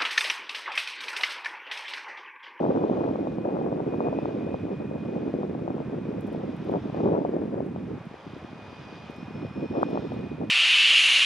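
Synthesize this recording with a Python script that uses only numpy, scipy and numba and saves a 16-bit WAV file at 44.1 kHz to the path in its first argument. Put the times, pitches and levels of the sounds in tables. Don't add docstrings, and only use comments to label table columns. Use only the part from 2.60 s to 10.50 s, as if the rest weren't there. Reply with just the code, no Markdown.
import sys
import numpy as np
from scipy import signal
from scipy.fft import rfft, irfft, next_fast_len
from scipy.io import wavfile
from scipy.ndimage import uniform_filter1d
from numba import njit

SR = 44100
rng = np.random.default_rng(int(sys.argv[2]) if len(sys.argv) > 2 else 0)


def waveform_to_disk(signal):
    frames = np.transpose(np.atleast_2d(signal))
    scaled = np.clip(frames, -1, 1) * 32767
    samples = np.round(scaled).astype(np.int16)
    wavfile.write(sys.argv[1], SR, samples)


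N = 348390
T = np.arange(N) / SR


def undb(db):
    return 10 ** (np.asarray(db) / 20)


def curve(table):
    return np.interp(T, *np.transpose(table))


def swells(table):
    return sum(db * np.exp(-np.pi * ((T - at) / width) ** 2 / 2) for at, width, db in table)


def colour(x, response):
    hz, db = np.transpose(response)
    size = next_fast_len(N + 4096)
    f = np.maximum(np.fft.rfftfreq(size, 1 / SR), 1)
    gain = undb(np.interp(np.log(f), np.log(hz), db))
    return irfft(rfft(x, size) * gain, size)[..., :N]


def noise(spectrum, channels):
    x = colour(rng.standard_normal((channels, N)), spectrum)
    return x / x.std()


def wander(rate):
    steps = rng.standard_normal(2048)
    x = np.interp(T * rate, np.arange(len(steps)), steps)
    x = uniform_filter1d(x, int(SR / rate / 2) + 1)
    return x / x.std()


def stereo(mid, side):
    return np.array([mid + side, mid - side])


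@njit
def eddies(at, hz, size, skew):
    out = np.zeros(N)
    for k in range(len(at)):
        centre, width = at[k] * SR, SR / (np.pi * hz[k])
        even, odd = size[k] * np.cos(skew[k]), size[k] * np.sin(skew[k])
        for i in range(max(0, int(centre - 4 * width)), min(N, int(centre + 4 * width))):
            u = (i - centre) / width
            out[i] += (even * (2 * u * u - 1) + odd * u * (1.4 * u * u - 2.1)) * np.exp(-u * u)
    return out


# f/Hz, level/dB
PORT_RESPONSE = [(20, -10), (45, -19.5), (90, -2.5), (160, 2), (300, 3), (600, -1.5), (1200, -6.5),
                 (2500, -1)]
def eddy_stream(gust_db, count=8500, eddy_hz=288, octaves_per_db=0.1569, calm_db=-36, cutoff_hz=720):
    at = rng.uniform(0, N / SR, count)
    strength_db = np.interp(at, T, gust_db)
    octave = 0.53 * rng.standard_normal(count).clip(-2.8, 2.4)
    wind_octaves = octaves_per_db * (np.clip(strength_db, -38, -28.5) - np.median(gust_db))
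    hz = eddy_hz * 2 ** (octave + wind_octaves)
    rarity = np.minimum(rng.exponential(size=count), 3.4) - 1
    size = undb(3.5 * rarity * 2 ** (octave.clip(-2, .5) / 2) - 1.6 * octave)
    size /= np.hypot(1, (hz / cutoff_hz) ** 3)
    full = rng.random(count) < np.exp(0.55 * (strength_db - calm_db))
    skew = rng.uniform(0, 2 * np.pi, count)
    return colour(eddies(at, hz, size * np.where(full, 1, .12), skew), PORT_RESPONSE)


# t/s, level/dB
BREEZE = [(0.0, -24.5), (0.4, -27.5), (0.75, -30.5), (0.96, -28.5), (1.23, -31), (1.38, -28.5),
          (2.17, -32.5), (2.77, -31.5), (3.32, -32.5), (4.05, -33), (4.27, -32), (4.56, -29.5),
          (4.99, -30.5), (5.15, -33.5), (5.32, -35.5), (5.43, -42), (6.07, -48.5), (6.54, -47),
          (6.75, -38.5), (7.31, -31.5), (7.9, -34)]
# t/s, width/s, level change/dB
GUSTS = [(2.17, .025, -4), (2.28, .025, -5), (2.68, .05, -0.5), (2.78, 0.045, 3), (3.27, 0.037, -3.5),
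         (3.83, 0.12, 0.5), (4.05, 0.036, -1), (4.15, 0.038, 9.5), (4.21, 0.024, -5), (4.32, 0.024, -8),
         (4.48, 0.13, 5), (4.89, 0.036, -4), (5.3, 0.045, 2), (5.6, 0.046, -20), (6.54, .02, -7),
         (6.81, 0.098, 5), (6.93, 0.019, -6), (7.04, 0.065, 4), (7.08, 0.03, -7.5), (7.18, 0.066, 6.5),
         (7.26, 0.063, -1), (7.485, .025, -6), (7.69, 0.028, -6.5), (7.76, 0.04, -4), (7.83, 0.015, 6)]
def wind(breeze_db, wind_db=0.18, flutter_db=1.68, lee_db=-10, side_db=3.5, blend_hz=470):
    unrest_db = 0.5 + 0.0758 * (breeze_db.max() - breeze_db)
    gust_db = breeze_db + swells(GUSTS) + unrest_db * wander(24)
    flutter = undb(flutter_db * wander(70))
    windward = flutter * eddy_stream(gust_db)
    leeward = flutter * eddy_stream(gust_db) * undb(lee_db)
    mid, side = windward + leeward, windward - leeward
    high_pass = signal.butter(1, blend_hz, "high", fs=SR)
    side = signal.lfilter(*high_pass, signal.lfilter(*high_pass, side))
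    power = uniform_filter1d(uniform_filter1d(mid ** 2, size=3400), size=2400)
    return stereo(mid, side * undb(side_db)) * undb(gust_db + wind_db) / np.sqrt(power + 1e-12)


# f/Hz, relative level/dB
RUMBLE_SPECTRUM = [(20, -18), (40, -6.5), (65, 4.5), (95, 10), (140, 6.5), (250, -16), (600, -51)]
def rumble(breeze_db, level_db=-52.5, follow=0.53):
    return noise(RUMBLE_SPECTRUM, channels=1) * undb(level_db + follow * (breeze_db - breeze_db.mean()))


# t/s, level/dB, f/Hz
BUFFETS = [(0.042, -12.5, 575), (0.0645, -20.5, 570), (0.152, -21, 545), (0.2163, -26.5, 656),
           (0.2403, -12.5, 580), (0.2988, -11, 486), (0.5585, -15, 620), (0.6724, -13.5, 537),
           (0.785, -22, 600), (0.856, -16.5, 550), (0.8896, -16, 534), (1.1277, -14.5, 500),
           (1.2042, -17.5, 497), (1.406, -10.5, 635), (1.486, -15.5, 606), (1.529, -15, 547),
           (1.5887, -12.5, 530), (1.6568, -13.5, 630), (1.944, -15, 610), (2.0535, -20, 386),
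           (2.565, -22, 350), (2.68, -20, 333), (2.7403, -14.5, 364), (2.751, -18.5, 377),
           (2.789, -18.5, 370), (2.8327, -18, 620), (2.951, -20.5, 550), (3.079, -14.5, 546),
           (3.105, -20.5, 596), (3.182, -22.5, 580), (3.2037, -20, 533), (3.3427, -21, 270),
           (3.492, -20, 260), (3.749, -18, 437), (4.0972, -17.5, 533), (4.12, -17.5, 245),
           (4.1388, -13, 660), (4.1576, -15.5, 517), (4.2797, -30.5, 490), (4.3, -22, 500),
           (4.3459, -19, 540), (4.4049, -16.5, 490), (4.4413, -16.5, 380), (4.4582, -14, 603),
           (4.463, -12, 337), (4.4895, -15.5, 520), (4.517, -19.5, 378), (4.5416, -16, 398),
           (4.551, -14, 474), (4.5645, -17, 640), (4.5898, -15, 432), (4.651, -11, 567), (4.693, -17, 337),
           (4.7662, -17, 338), (4.8377, -17.5, 289), (4.9428, -21, 404), (5.006, -14, 465),
           (5.162, -20.5, 540), (5.3807, -30, 265), (5.5141, -35, 205), (5.5427, -29, 440),
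           (5.6686, -29.5, 260), (5.7664, -29, 310), (5.8482, -30.5, 250), (5.93, -33.5, 288),
           (5.9937, -41, 275), (6.0555, -39, 300), (6.1307, -34, 243), (6.2183, -38, 260),
           (6.273, -37, 236), (6.328, -32, 265), (6.422, -41, 245), (6.4992, -27, 250), (6.5853, -32, 220),
           (6.7097, -29, 263), (6.8503, -21, 353), (7.0287, -24, 308), (7.182, -17, 378), (7.357, -18, 600),
           (7.2311, -4, 770), (7.375, -14, 730), (7.5209, -19, 500)]
# f/Hz, level/dB
BUFFET_RESPONSE = [(60, -2), (200, 3.5), (900, -1.5), (1400, 1.5), (2200, -8)]
def buffets(lag_s=0.00032, pan_db=3.5):
    at, db, hz = np.transpose(BUFFETS)
    skew = rng.uniform(0, 1, len(at))
    ports = [eddies(at - way * lag_s / 2, hz, undb(db + way * pan_db / 2), skew) for way in (1, -1)]
    return colour(np.array(ports), BUFFET_RESPONSE)


def distant_noise(spectrum, db, waver_db, side_db):
    direct, scattered = noise(spectrum, channels=2)
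    return stereo(direct * undb(waver_db * wander(22)), scattered * undb(side_db)) * undb(db)


# f/Hz, relative level/dB
ROAR_SPECTRUM = [(50, -12), (110, 5), (220, 9.5), (420, 17), (650, 16), (930, 15), (1300, 10.5), (2000, 5),
                 (2450, 3), (2900, -4), (4000, -34.5)]
def exhaust_roar(fade_db, level_db=-48.5, follow=0.28):
    return distant_noise(ROAR_SPECTRUM, level_db + follow * fade_db, waver_db=0.64, side_db=-11.5)


# f/Hz, relative level/dB
HISS_SPECTRUM = [(1800, -8.5), (2700, -1.5), (3100, 2), (3650, 0.5), (3920, -4), (4250, -6.5), (4470, -9.5),
                 (4800, -6), (5110, -13), (5280, -6.5), (5500, -13.5), (5870, -11.5), (6600, -17.5),
                 (7500, -29), (10000, -52)]
# f/Hz, relative level/dB
RASP_SPECTRUM = [(3300, -35), (3620, -4), (3950, -12), (4270, -2), (4430, -13.5), (4800, -33)]
# t/s, width/s, level change/dB
RASP_SWELLS = [(0.55, .35, 5), (7.45, 0.22, 13)]
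def intake(shaft, carry_db, propeller_hz=42.8, chop=0.1):
    blade_phase = 2 * np.pi * np.cumsum(propeller_hz * shaft) / SR
    chopping = 1 + chop * (np.cos(blade_phase) + np.cos(2 * blade_phase))
    hiss = distant_noise(HISS_SPECTRUM, carry_db + 1.8, waver_db=0.9, side_db=-8)
    rasp = distant_noise(RASP_SPECTRUM, swells(RASP_SWELLS) - 82, waver_db=-1, side_db=0)
    return chopping * (hiss + rasp)


def distant_tone(hz, db, scatter=0.25, flicker_rate=34, side_db=-15):
    carrier = np.sqrt(2) * np.exp(2j * np.pi * np.cumsum(hz) / SR)
    mid = 1 + scatter * (wander(flicker_rate) + 1j * wander(flicker_rate)) / np.sqrt(2)
    side = undb(side_db) * wander(flicker_rate)
    return stereo((mid * carrier).real, side * carrier.imag) * undb(db) / np.hypot(1, scatter)


# t/s, level/dB
WHINE_LEVEL = [(0.0, -65), (0.95, -64), (1.23, -67.5), (1.3, -59.5), (1.4, -56), (1.67, -59), (1.78, -64),
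               (1.92, -56.5), (2.05, -61.5), (2.3, -60), (2.6, -62.5), (3.0, -68), (3.5, -63), (4.1, -65.5),
               (4.42, -62), (4.72, -74), (5.06, -71.5), (5.16, -67), (5.7, -67), (5.85, -64), (6.4, -58.5),
               (6.9, -59.5), (7.2, -54.5), (7.45, -60.5), (7.7, -57.5), (7.9, -62.5)]
# t/s, width/s, level change/dB
WHINE_FLICKERS = [(.43, .05, 4.5), (.55, .035, -3), (.9, .05, 5), (3.17, .04, -11), (3.37, .035, -7),
                  (3.77, .05, -8), (4.2, .03, -6), (5.22, .05, 2.5), (5.31, .025, -10)]
# f offset/Hz, relative level/dB
SIDEBANDS = [(-73, -17.5), (-43.5, -22), (-14.5, -18.5), (43.5, -20), (87, -21), (130.5, -22), (174, -19),
             (218, -21), (261, -22)]
def turbine_whine(shaft, whine_hz=2465.3, waver_hz=0.66):
    hz = whine_hz * shaft + waver_hz * wander(5)
    level_db = curve(WHINE_LEVEL) + swells(WHINE_FLICKERS) + 0.7
    main = distant_tone(hz, level_db)
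    return main + sum(distant_tone(hz + offset_hz, level_db + db) for offset_hz, db in SIDEBANDS)


# f/Hz, relative level/dB
SWELLING_TONES = [(4796, 0), (4673, -9), (4919, -8), (5620, -14), (5800, -11), (5843, -14), (5887, -12),
                  (5930, -14)]
# t/s, width/s, level change/dB
TONE_SWELLS = [(1.9, .12, -10.5), (4.75, 0.54, 7), (5.65, 0.19, 5), (6.28, 0.44, 9.5), (7.0, .25, -4.5)]
# f/Hz, relative level/dB
FLARING_TONES = [(5280, 0), (5497, -13), (4270, -14), (7433, -22)]
# start t/s, end t/s, level change/dB
TONE_FLARE = (6.55, 7.57, 11)
def blade_tones(shaft, fade_db):
    start, end, rise_db = TONE_FLARE
    flare = uniform_filter1d(1. * ((T > start) & (T < end)), size=2000)
    swelling_db = -85 + swells(TONE_SWELLS)
    flaring_db = -84.5 + rise_db * flare
    out = np.zeros((2, N))
    for tones, group_db in ((SWELLING_TONES, swelling_db), (FLARING_TONES, flaring_db)):
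        for hz, db in tones:
            out += distant_tone(hz * shaft, group_db + db + fade_db, scatter=0.34, flicker_rate=56)
    return out


# t/s, width/s, level change/dB
WHISTLE_SWELLS = [(1.57, .17, 21), (2.0, .25, 14)]
def rough_whistle(shaft, hz=2576, floor_db=-86):
    return distant_tone(hz * shaft, floor_db + swells(WHISTLE_SWELLS), scatter=1.0)


# t/s, level/dB
CARRY = [(0.0, -65), (0.74, -66), (0.84, -69.5), (1.4, -66.5), (1.68, -62.5), (1.8, -64.5), (2.23, -69.0),
         (2.65, -65.5), (2.96, -68.5), (4.14, -63.5), (4.37, -62), (4.59, -67.5), (5.11, -70.5),
         (5.35, -67), (5.55, -63.5), (5.73, -62.5), (5.86, -63), (6.32, -59), (6.86, -65), (7.16, -62),
         (7.58, -62), (7.9, -68.5)]
def seaplane(shaft_drift=.00008, pan_db=-0.3):
    carry_db = curve(CARRY)
    fade_db = carry_db - carry_db.mean()
    shaft = 1 + shaft_drift * wander(.7)
    out = exhaust_roar(fade_db) + intake(shaft, carry_db)
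    out += turbine_whine(shaft) + blade_tones(shaft, fade_db) + rough_whistle(shaft)
    return out * undb([[pan_db / 2], [-pan_db / 2]])


# f/Hz, relative level/dB
SELF_NOISE_SPECTRUM = [(100, -23), (2000, -45), (5000, 27.5), (8000, 24), (10500, 20), (12000, 3),
                       (13200, -26)]
def self_noise(level_db=-77):
    return undb(level_db) * noise(SELF_NOISE_SPECTRUM, channels=2)


# t/s, level/dB
TICKS = [(3.608, -54), (3.6665, -60), (3.674, -62), (3.728, -57), (3.9654, -62), (4.0452, -60),
         (4.114, -62), (5.0609, -61.5), (5.454, -64.5), (5.7808, -69), (6.5066, -60), (6.5645, -61.5),
         (7.224, -56.5), (7.3033, -61), (7.5378, -61)]
def ticks(gain_db=-2, snap_s=0.002, tail_db=-14, tail_s=0.016):
    envelope = np.zeros(N)
    decay = np.exp(-T[:4096] / snap_s) + undb(tail_db) * np.exp(-T[:4096] / tail_s)
    for at, db in TICKS:
        start = int(at * SR)
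        envelope[start:start + len(decay)] += undb(db + gain_db) * decay
    return envelope * noise([(3000, -14), (6500, -7), (9000, -4), (11500, -2), (14000, -12)], channels=2)


def scene():
    breeze_db = curve(BREEZE)
    return seaplane() + wind(breeze_db) + rumble(breeze_db) + buffets() + ticks() + self_noise()


def record(dry, top_hz=13000, onset_s=.003):
    low_pass = signal.ellip(8, .2, 70, top_hz, fs=SR, output="sos")
    return signal.sosfilt(low_pass, dry * np.minimum(T / onset_s, 1))


dry = scene()
out = record(dry)
waveform_to_disk(out)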